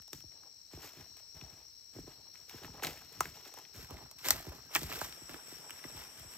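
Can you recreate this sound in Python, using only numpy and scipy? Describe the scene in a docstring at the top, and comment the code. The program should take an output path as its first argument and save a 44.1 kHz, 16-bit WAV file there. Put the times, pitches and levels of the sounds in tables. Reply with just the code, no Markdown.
"""From the start, background hush, blurred insect choirs and single crickets (wavering tones, lightly
pulsed) surround a phone. A walker comes down a leafy trail: noise bursts snap twigs, clouds of tiny
cracks crunch leaves, and decaying sines thud on soft earth. At 3.64-3.84 s the walker swings from
ahead to the right. At 4.7 s hush and insects switch to the second scene; leaf or strap rubbing
squeaks as bands of noise, and from 5.17 s a near cricket adds rising chirps."""
import sys
import numpy as np
from scipy import signal
from scipy.fft import rfft, irfft
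from scipy.io import wavfile
from scipy.ndimage import uniform_filter1d

SR = 44100
rng = np.random.default_rng(int(sys.argv[2]) if len(sys.argv) > 2 else 0)


def dump(signal):
    """Clip the signal to [-1, 1] and save it as 16-bit WAV at the path in sys.argv[1]."""
    limited = np.clip(np.atleast_2d(signal).T, -1, 1)
    pcm = np.round(limited * 32767).astype(np.int16)
    wavfile.write(sys.argv[1], SR, pcm)


N = 280917
T = np.arange(N) / SR
HZ = np.fft.rfftfreq(N, 1 / SR) + 1  # shifted by 1 Hz so that its logarithm exists

# Background noise of each scene; the first is dark around 9 kHz:
# (frequency [Hz], relative spectrum level [dB])
HUSH_SPECTRA = [
    [(25, -5), (60, 6.5), (200, -6), (1000, -11.5), (3200, -10), (7000, -14.5), (9000, -110), (11000, -10),
     (12500, -10.5), (15500, -15.5)],
    [(25, -27), (60, -9), (200, -8.5), (1000, -7.5), (3200, -11.5), (7000, -20), (9000, -4), (11000, -48),
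     (12500, -10), (14500, -21), (15500, -36)],
]
# Hush in the first and the second scene: (level [dB])
HUSH_LEVELS = [-69, -57]
# Distant insect choirs: (centre [Hz], width [Hz], level in first scene [dB], level in second scene [dB])
INSECT_CHOIRS = [(4270, 570, -67.5, -83), (5300, 385, -66, -64.5), (5594, 174, -63, -59),
                 (5930, 150, -72, -70), (6360, 150, -77.5, -81), (7820, 470, -72, -65.5)]
# Single crickets: (tone [Hz], wing strokes [1/s], level in first scene [dB], level in second scene [dB])
SINGLE_CRICKETS = [(5665, 58.5, -65, -71), (5612, 58, -66, -72), (5545, 73, -65, -72), (5435, 44, -69, -70),
                   (5583, 58, -80, -64), (5300, 72, -72, -68)]
# Twigs and stiff leaves breaking: (time [s], ring level [dB], ring [Hz], crack relative to ring [dB])
TWIG_SNAPS = [(0.021, -74, 2380, 27), (0.079, -55, 689, 8), (0.131, -44, 1390, 8.5), (0.205, -69, 1840, 20),
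              (0.32, -57, 1240, -21), (0.434, -52, 920, -12), (1.047, -56, 931, -17), (1.169, -55, 620, 5),
              (1.412, -40, 2180, -15), (2.117, -51.5, 1090, -24), (2.355, -45.5, 2300, -32),
              (2.495, -47.5, 2510, 5.5), (2.646, -35, 890, -26), (2.797, -44.5, 805, -20),
              (2.823, -31.5, 596, -26), (2.835, -27.5, 870, -22), (2.841, -30, 1100, -23),
              (2.847, -28, 2350, 0), (2.869, -29.5, 2750, -1), (2.897, -52, 603, -4), (2.93, -47, 3440, -3),
              (3.206, -17, 1110, -2.5), (3.255, -31, 1260, -56), (3.457, -48, 815, -22),
              (3.539, -43.5, 710, 0), (3.587, -44, 730, 3.5), (3.651, -46.5, 1950, -10),
              (3.907, -38, 660, -4), (3.969, -45, 850, -22), (4.112, -51.5, 805, 9.5),
              (4.191, -45, 2470, -9), (4.245, -33, 1550, -22), (4.2855, -28, 800, 9),
              (4.306, -25.5, 1200, 13.5), (4.583, -46.5, 666, -26), (4.75, -32.5, 1320, 10),
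              (4.755, -15.5, 1370, -25), (4.761, -17.5, 1320, -4.5), (4.767, -25, 2190, -29),
              (4.832, -43, 666, 10), (4.916, -31.5, 1140, -25), (4.925, -33, 2210, -5),
              (4.934, -38, 2000, -2), (5.014, -25, 820, -8), (5.045, -38.5, 1000, 5),
              (5.125, -37.5, 2740, -7), (5.294, -39.5, 1900, -6), (5.343, -36.5, 1180, -12),
              (5.695, -40.5, 1470, -5), (5.706, -35, 1610, 0), (5.791, -47, 2220, -5),
              (5.84, -35.5, 1020, -10)]
# Leaf beds crushed under a shoe: (start [s], hold [s], leaves [dB], brightness [dB], earth [dB])
LEAF_CRUSHES = [(0.13, 0.039, -65, 33, -54.5), (0.316, 0.16, -77, -9.5, -83), (0.718, 0.093, -62, 2, -63.5),
                (0.79, 0.025, -65.5, -6, -66), (0.827, 0.034, -53, 4.5, -64), (0.95, 0.066, -62.5, -1, -65),
                (1.17, 0.024, -66, 1.5, -83), (1.353, 0.11, -64.5, -2.5, -62),
                (1.494, 0.11, -68.5, -4, -71), (1.939, 0.063, -64.5, 8, -54.5), (2.073, 0.04, -64, -3, -70),
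                (2.166, 0.11, -76.5, -12, -90), (2.347, 0.048, -66, 3.5, -75.5),
                (2.49, 0.11, -58.5, 0.5, -63.5), (2.633, 0.015, -56, -3, -54),
                (2.835, 0.024, -42, 2.5, -52), (2.737, 0.046, -63, -11, -60), (3.126, .06, -63, 2, -58),
                (3.215, 0.047, -54, 6, -55.5), (3.339, 0.06, -59.5, 0, -66), (3.453, 0.011, -56, 2, -65),
                (3.568, 0.0081, -56.5, -1.5, -82), (3.743, 0.089, -57, 7.5, -58),
                (3.894, 0.14, -62.5, -8, -58), (4.186, 0.034, -59.5, 15, -73), (4.25, 0.06, -39, 6.5, -45),
                (4.434, 0.12, -65.5, -9.5, -58.5), (4.707, 0.04, -57, -2.5, -70),
                (4.743, 0.013, -42, 12, -48.5), (4.817, 0.053, -52.5, 7, -51.5),
                (4.899, 0.066, -46, 3.5, -61), (5.009, .04, -48.5, 9, -57.5),
                (5.292, 0.043, -55.5, -3, -60), (5.469, .09, -58.5, 11, -61.5),
                (5.631, 0.018, -68, -13.5, -69), (5.727, 0.056, -62, 5, -86), (5.834, 0.11, -58, 2, -61),
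                (5.966, 0.054, -53, 3.5, -60.5), (6.173, 0.022, -58, 11, -62), (6.309, .05, -60.5, 17, -61)]
# Colour of dry rustle: (frequency [Hz], relative spectrum level [dB])
RUSTLE_SPECTRUM = [(3000, 1), (4500, 5.5), (6000, 2.5), (8000, 4), (10000, -4.5), (12000, 2.5),
                   (15500, -4.5)]
# Soles meeting the earth: (time [s], knock level [dB], earth ring relative to knock [dB])
SOLE_THUDS = [(0.128, -42, -12), (0.238, -49.5, 1), (0.732, -40, 1), (0.772, -42.5, -11),
              (0.967, -50.5, -1), (1.341, -57, 13), (1.418, -51, 5), (1.961, -38.5, -3), (1.985, -35, -25),
              (2.074, -39.5, -32), (2.54, -39, -18), (2.615, -46, -7), (2.838, -36, -16), (2.864, -39, -19),
              (2.884, -36.5, -16), (3.174, -49.5, 6), (3.203, -35, -17), (3.249, -53, 11),
              (3.757, -48, 8.5), (3.91, -43, 9), (3.941, -47, -6), (4.26, -38, -21), (4.282, -46, -4),
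              (4.303, -38.5, 1.5), (4.356, -45, 5), (4.466, -37, 6), (4.481, -42, -8.5),
              (4.754, -33.5, -30), (4.816, -37, -18), (4.829, -38.5, 4), (5.012, -40, -2), (5.215, -44, -8),
              (5.292, -43, -13), (5.34, -39, -33), (5.521, -44, -18), (5.847, -36, -34), (5.942, -49, 9),
              (5.969, -51, -2), (6.244, -50, 6)]
# Modes of a thud, in order knock, slap and two earth rings: (frequency [Hz], t60 [s], level [dB])
THUD_MODES = [(328, 0.016, 3), (574, 0.018, -12), (94, 0.055, -2.5), (160, 0.084, -9.5)]
# Rubbing of a leaf or strap: (start [s], length [s], centre [Hz], level [dB])
RUB_SQUEAKS = [(4.663, .03, 1590, -68), (5.377, 0.031, 1483, -59.5)]
# Chirps of a near cricket: (start [s], length [s], level [dB])
NEAR_CHIRPS = [(5.171, .17, -57), (5.397, 0.18, -57.5), (5.627, 0.17, -57), (5.852, 0.162, -56.5),
               (6.192, 0.35, -57)]
# Likeness of the two ports in diffuse sound: (frequency [Hz], common share of power [0-1])
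PORT_LIKENESS = [(100, 0.82), (1000, 0.21), (3000, 0.1), (6000, 0.05), (7500, 1), (9000, 0.64),
                 (10800, .999), (11500, .7), (13000, 0.6), (15500, 0.9)]
# Left over right port for sound from ahead: (frequency [Hz], level difference [dB])
AHEAD_BALANCE = [(60, 1), (400, -2), (1400, 0.5), (3400, 1.5), (4400, 4.5), (5400, 8.5), (6500, 6),
                 (7600, 0.5), (9000, 0), (16000, 2.5)]
# Left over right port for sound from beside: (frequency [Hz], level difference [dB])
BESIDE_BALANCE = [(60, 1.5), (400, -3.5), (1400, -8), (2400, 0), (3400, 3.5), (4400, 2), (5400, 11.5),
                  (6500, 0), (7600, 3.5), (16000, -2)]
# Treble end that both phase tables below share: (frequency [Hz], phase difference [rad])
TREBLE_RAD = [(8500, -1.8), (9300, -3), (10700, -3.3), (11600, -4.6), (12500, -6.1), (14200, -6.5),
              (15000, -7.4), (15800, -8.7)]
# Left against right port for sound from ahead: (frequency [Hz], phase difference [rad])
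AHEAD_PHASE = [(60, -0.014), (1400, 0.82), (2400, 0.57), (3400, 0.97), (5500, 1.0), (6500, 0.31),
               (7600, -1.16)] + TREBLE_RAD
# Left against right port for sound from beside: (frequency [Hz], phase difference [rad])
BESIDE_PHASE = [(60, 0.15), (340, -0.93), (1400, -0.81), (2400, -1.16), (3400, -1.9), (5500, -1.67),
                (6500, -1.67), (7600, -1.3)] + TREBLE_RAD

SECOND_SCENE_S = 4.7  # hush and insects switch to the second scene
PASS_START_S, PASS_END_S = 3.64, 3.84  # the walker swings from ahead to the right
SNAP_T60_S = 0.013
RISE_DB_S, FALL_DB_S = 1100, 196  # a crush swells and dies
SETTLE_DB, SETTLE_DB_S = -11.5, 47  # leaves keep settling: relative level and fall per second
DAMP_DB, DRY_DB, DRY_PER_BRIGHT = -3.5, -4.5, 0.2  # brightness takes from damp litter, adds to dry
POPS_PER_S, POP_LOW_HZ, POP_HIGH_HZ = 90, 436, 3020
POP_Q, POP_DB = 6.1, -8.5  # level relative to the leaves
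CHIRP_HZ, CHIRP_RISE_HZ = 7820, 246
TRUNKS_T60_S, TRUNKS_DB = 0.079, -11.5
LATE_TURNS = 1.8  # cycles by which frequencies above 30 Hz lag
TOP_HZ = 15700


def undb(db):
    """Level law: decibels to amplitude gain."""
    return 10 ** (np.asarray(db) / 20)


def unit(x):
    """Energy normalisation: scale to rms 1."""
    return x / np.sqrt(np.mean(x ** 2))


def over_hz(table):
    """Logarithmic frequency scale: read a (Hz, value) table at every frequency."""
    hz, value = np.transpose(table)
    return np.interp(np.log(HZ), np.log(hz + 1), value)


def band(x, lo_hz, hi_hz, order=2):
    """Frequency selection: a causal band-pass."""
    return signal.sosfilt(signal.butter(order, [lo_hz, hi_hz], "band", fs=SR, output="sos"), x)


def walk(rate):
    """Slow random modulation: levels held 1 / rate s, smoothed twice, with rms 1."""
    hold = int(SR / rate)
    steps = np.repeat(rng.standard_normal(N // hold + 1), hold)
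    return unit(uniform_filter1d(uniform_filter1d(steps, hold), hold)[:N])


def add(out, s, x):
    """Superposition: mix a short sound in at time s."""
    i = max(int(s * SR), 0)
    out[i:i + len(x)] += x[:N - i]


def by_scene(first_db, second_db):
    """Level change between the two scenes: the gain glides over 40 ms."""
    return undb(np.interp(T, [SECOND_SCENE_S - .02, SECOND_SCENE_S + .02], [first_db, second_db]))


def ports(x, balance_db, phase_rad):
    """Directional hearing: level and phase differences between the left and right port."""
    half = undb(over_hz(balance_db) / 2) * np.exp(.5j * over_hz(phase_rad))
    return irfft(rfft(x) * np.array([half, 1 / half]), N)


def diffuse(make):
    """Partial coherence: a share common to both ports plus an independent share for each."""
    alike = np.clip(over_hz(PORT_LIKENESS), 0, 1)
    common = ports(make(), AHEAD_BALANCE, AHEAD_PHASE)
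    own = np.array([ports(make(), AHEAD_BALANCE, AHEAD_PHASE)[k] for k in range(2)])
    return irfft(np.sqrt(alike) * rfft(common) + np.sqrt(1 - alike) * rfft(own), N)


def hush():
    """Broadband noise: random noise with a shaped spectrum breathes slowly."""
    def noise(spectrum, db):
        """Spectral shaping of white noise to a set level."""
        white = rfft(rng.standard_normal(N))
        return undb(db) * unit(irfft(white * undb(over_hz(spectrum)), N))

    first, second = (noise(c, db) for c, db in zip(HUSH_SPECTRA, HUSH_LEVELS))
    return (first * by_scene(0, -60) + second * by_scene(-49, 0)) * undb(walk(1.6))


def choirs():
    """Incoherent summation: many far insects blur into narrow noise bands that flicker."""
    out = np.zeros(N)
    for hz, width, first_db, second_db in INSECT_CHOIRS:
        blur = unit(band(rng.standard_normal(N), hz - width / 2, hz + width / 2, order=3))
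        out += by_scene(first_db, second_db) * undb(1.7 * walk(12)) * blur
    return out


def crickets():
    """Amplitude modulation: wing strokes lightly pulse each wavering tone."""
    out = np.zeros(N)
    for hz, rate, first_db, second_db in SINGLE_CRICKETS:
        tone = np.sin(2 * np.pi * np.cumsum(hz + 11 * walk(12)) / SR)
        stroke_hz = rate * (1 + 0.0182 * walk(1.3))
        strokes = 1 + 0.23 * np.sin(2 * np.pi * np.cumsum(stroke_hz) / SR)
        out += by_scene(first_db, second_db) * undb(2.24 * walk(16)) * strokes * tone
    return ports(out, AHEAD_BALANCE, AHEAD_PHASE)


def crest(x):
    """Envelope peak: the power is first smoothed over a millisecond."""
    return np.sqrt(2 * uniform_filter1d(x ** 2, size=SR // 1000).max())


def snaps():
    """Brittle fracture: a burst of tearing fibres excites a dull wood ring and a bright crack."""
    out, t = np.zeros(N), T[:SR // 12]
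    for s, db, hz, crack_db in TWIG_SNAPS:
        decay = 1000 ** (-t / SNAP_T60_S) + 0.17 * 1000 ** (-t / (2.0 * SNAP_T60_S))
        burst = rng.standard_normal(len(t)) * decay
        burst[0] += 4.0  # the first break
        ring = band(burst, hz / 1.44, hz * 2.0) + 0.26 * band(burst, 330, 3200)
        crack = band(burst, 2200, 14000, order=1) + 1.3 * band(burst, 5590, 5750, order=1)
        crack = crack / crest(band(crack, 6000, 13400))
        add(out, s, undb(db) * (ring / crest(ring) + undb(crack_db) * crack))
    return out


def grains(per_s, scatter_db, smear_s):
    """Shot noise: random cracks of very uneven size, each a short puff of noise."""
    size = undb(scatter_db * np.minimum(rng.exponential(1, N), 4))
    cracks = (rng.random(N) < per_s / SR) * size
    envelope = signal.lfilter([1], [1, -np.exp(-1 / (smear_s * SR))], cracks)
    return envelope * rng.standard_normal(N)


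def crumple(lo_hz, hi_hz, per_s, smear_s, count):
    """Size and pitch: pieces of different size crack independently, each in its own band."""
    edges = np.geomspace(lo_hz, hi_hz, count + 1)
    pieces = (band(unit(grains(per_s, 2.76, smear_s)), a, b, order=1) for a, b in zip(edges, edges[1:]))
    return unit(sum(pieces))


def press(levels_db):
    """Power summation of crushes: each swells, holds, dies and leaves a slow settling."""
    power = np.zeros(N)
    for (s, hold, *_), db in zip(LEAF_CRUSHES, levels_db):
        before, after = np.maximum(s - T, 0), np.maximum(T - s - hold, 0)
        fall = undb(-FALL_DB_S * after) ** 2
        settling = undb(SETTLE_DB - SETTLE_DB_S * after) ** 2
        power += undb(db - RISE_DB_S * before) ** 2 * (fall + settling)
    return np.sqrt(power)


def pops():
    """Buckling: stiff leaves give damped pitched ticks of uneven size at random moments."""
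    out, t = np.zeros(N), T[:SR // 25]
    for when, pitch, size in rng.random((int(POPS_PER_S * N / SR), 3)):
        hz = POP_LOW_HZ * (POP_HIGH_HZ / POP_LOW_HZ) ** pitch
        tick = np.sin(2 * np.pi * hz * t) * np.exp(-np.pi * hz * t / POP_Q)
        add(out, when * N / SR, (size + .05) ** -.6 * tick)
    return unit(out)


def litter():
    """Granular crushing: earth, damp litter and dry leaves give way under the shoes."""
    _, _, leaves_db, bright_db, earth_db = np.transpose(LEAF_CRUSHES)
    earth_gain, leaf_gain = press(earth_db), press(leaves_db)
    damp_gain = press(leaves_db + DAMP_DB - bright_db)
    dry_gain = press(leaves_db + DRY_DB + DRY_PER_BRIGHT * bright_db)
    fine = unit(grains(4600, 2.6, 0.0051))
    coarse = unit(grains(380, 2.1, 0.0024))
    rustle = irfft(rfft(band(fine + 1.17 * coarse, 4050, 16600)) * undb(over_hz(RUSTLE_SPECTRUM)), N)
    rustle = rustle / np.std(band(rustle, 10400, 19300))  # level set by its upper treble
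    leaves = crumple(827, 4390, 250, 0.0026, count=5)
    leaves += 2.04 * unit(band(0.79 * fine + coarse, 1330, 5700))
    leaves = unit(leaves) + undb(POP_DB) * pops()
    earth = unit(band(grains(120, 3.06, 0.0035), 41, 234))
    damp = crumple(253, 1056, 150, 0.0027, count=4)
    return earth_gain * earth + damp_gain * damp + leaf_gain * leaves + dry_gain * rustle


def thuds():
    """Modal impact: each footfall knocks, slaps and rings the soft earth as decaying sines."""
    out, t = np.zeros(N), T[:SR // 8]
    for s, db, earth_db in SOLE_THUDS:
        blows_db = (db, db, db + earth_db, db + earth_db / 2)
        for (hz, t60, mode_db), blow_db in zip(THUD_MODES, blows_db):
            mode_hz = hz * (1 + 0.062 * rng.standard_normal())
            add(out, s, undb(mode_db + blow_db) * np.sin(2 * np.pi * mode_hz * t) * 1000 ** (-t / t60))
    return out


def squeaks():
    """Friction: rubbing gives a rough short tone, made as a narrow band of noise."""
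    out = np.zeros(N)
    for s, length, hz, db in RUB_SQUEAKS:
        t = T[:int(length * SR)]
        rough = unit(band(rng.standard_normal(SR // 4), hz - 60, hz + 60))[-len(t):]
        add(out, s, undb(db) * np.sin(np.pi * t / length) * rough)
    return out


def near_cricket():
    """Frequency and amplitude modulation: chirps rise in pitch, pulsed by wing strokes."""
    near = np.zeros(N)
    for s, length, db in NEAR_CHIRPS:
        u = T[:int(length * SR)] / length  # share of the chirp elapsed
        hz = CHIRP_HZ - CHIRP_RISE_HZ * np.exp(-u / 0.17)
        strokes = 1 + 0.81 * np.sin(2 * np.pi * 82 * u * length)  # 82 strokes per s
        tone = np.sin(2 * np.pi * np.cumsum(hz) / SR)
        add(near, s, undb(db) * np.sin(np.pi * u) ** .5 * strokes * tone)
    rasp = 1 + 0.19 * unit(band(rng.standard_normal(N), 35, 200))
    return ports(near * rasp, BESIDE_BALANCE, BESIDE_PHASE)


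def walker():
    """Direct and scattered sound: footfalls turn from ahead to the right and echo off the trunks."""
    feet = snaps() + litter() + thuds() + squeaks()
    turn = np.interp(T, [PASS_START_S, PASS_END_S], [0, np.pi / 2])
    ahead = np.cos(turn) ** 2 * ports(feet, AHEAD_BALANCE, AHEAD_PHASE)
    beside = np.sin(turn) ** 2 * ports(feet, BESIDE_BALANCE, BESIDE_PHASE)
    t = T[:SR // 2]

    def scatter():
        """Multiple scattering: a decaying random tail that starts 2 ms late."""
        tail = rng.standard_normal(len(t)) * 1000 ** (-t / TRUNKS_T60_S) * (t > .002)
        return signal.fftconvolve(feet, tail / np.linalg.norm(tail))[:N]

    return ahead + beside + undb(TRUNKS_DB) * diffuse(scatter)


def scene():
    """Superposition of the surrounding forest, the crickets and the walker."""
    def forest():
        """Sum of the sounds that arrive from all around."""
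        return hush() + choirs()

    return diffuse(forest) + crickets() + walker() + near_cricket()


def record(dry):
    """Dispersion and band limits: the phone delays the lows, drops deep bass and cuts the top."""
    late = np.exp(-2j * np.pi * LATE_TURNS * np.log(np.maximum(HZ, 30)))
    delayed = irfft(rfft(dry) * late, N)
    no_bass = signal.sosfilt(signal.butter(3, 45, "high", fs=SR, output="sos"), delayed)
    return signal.sosfilt(signal.ellip(8, .2, 70, TOP_HZ, fs=SR, output="sos"), no_bass)


dry = scene()
out = record(dry)
dump(out)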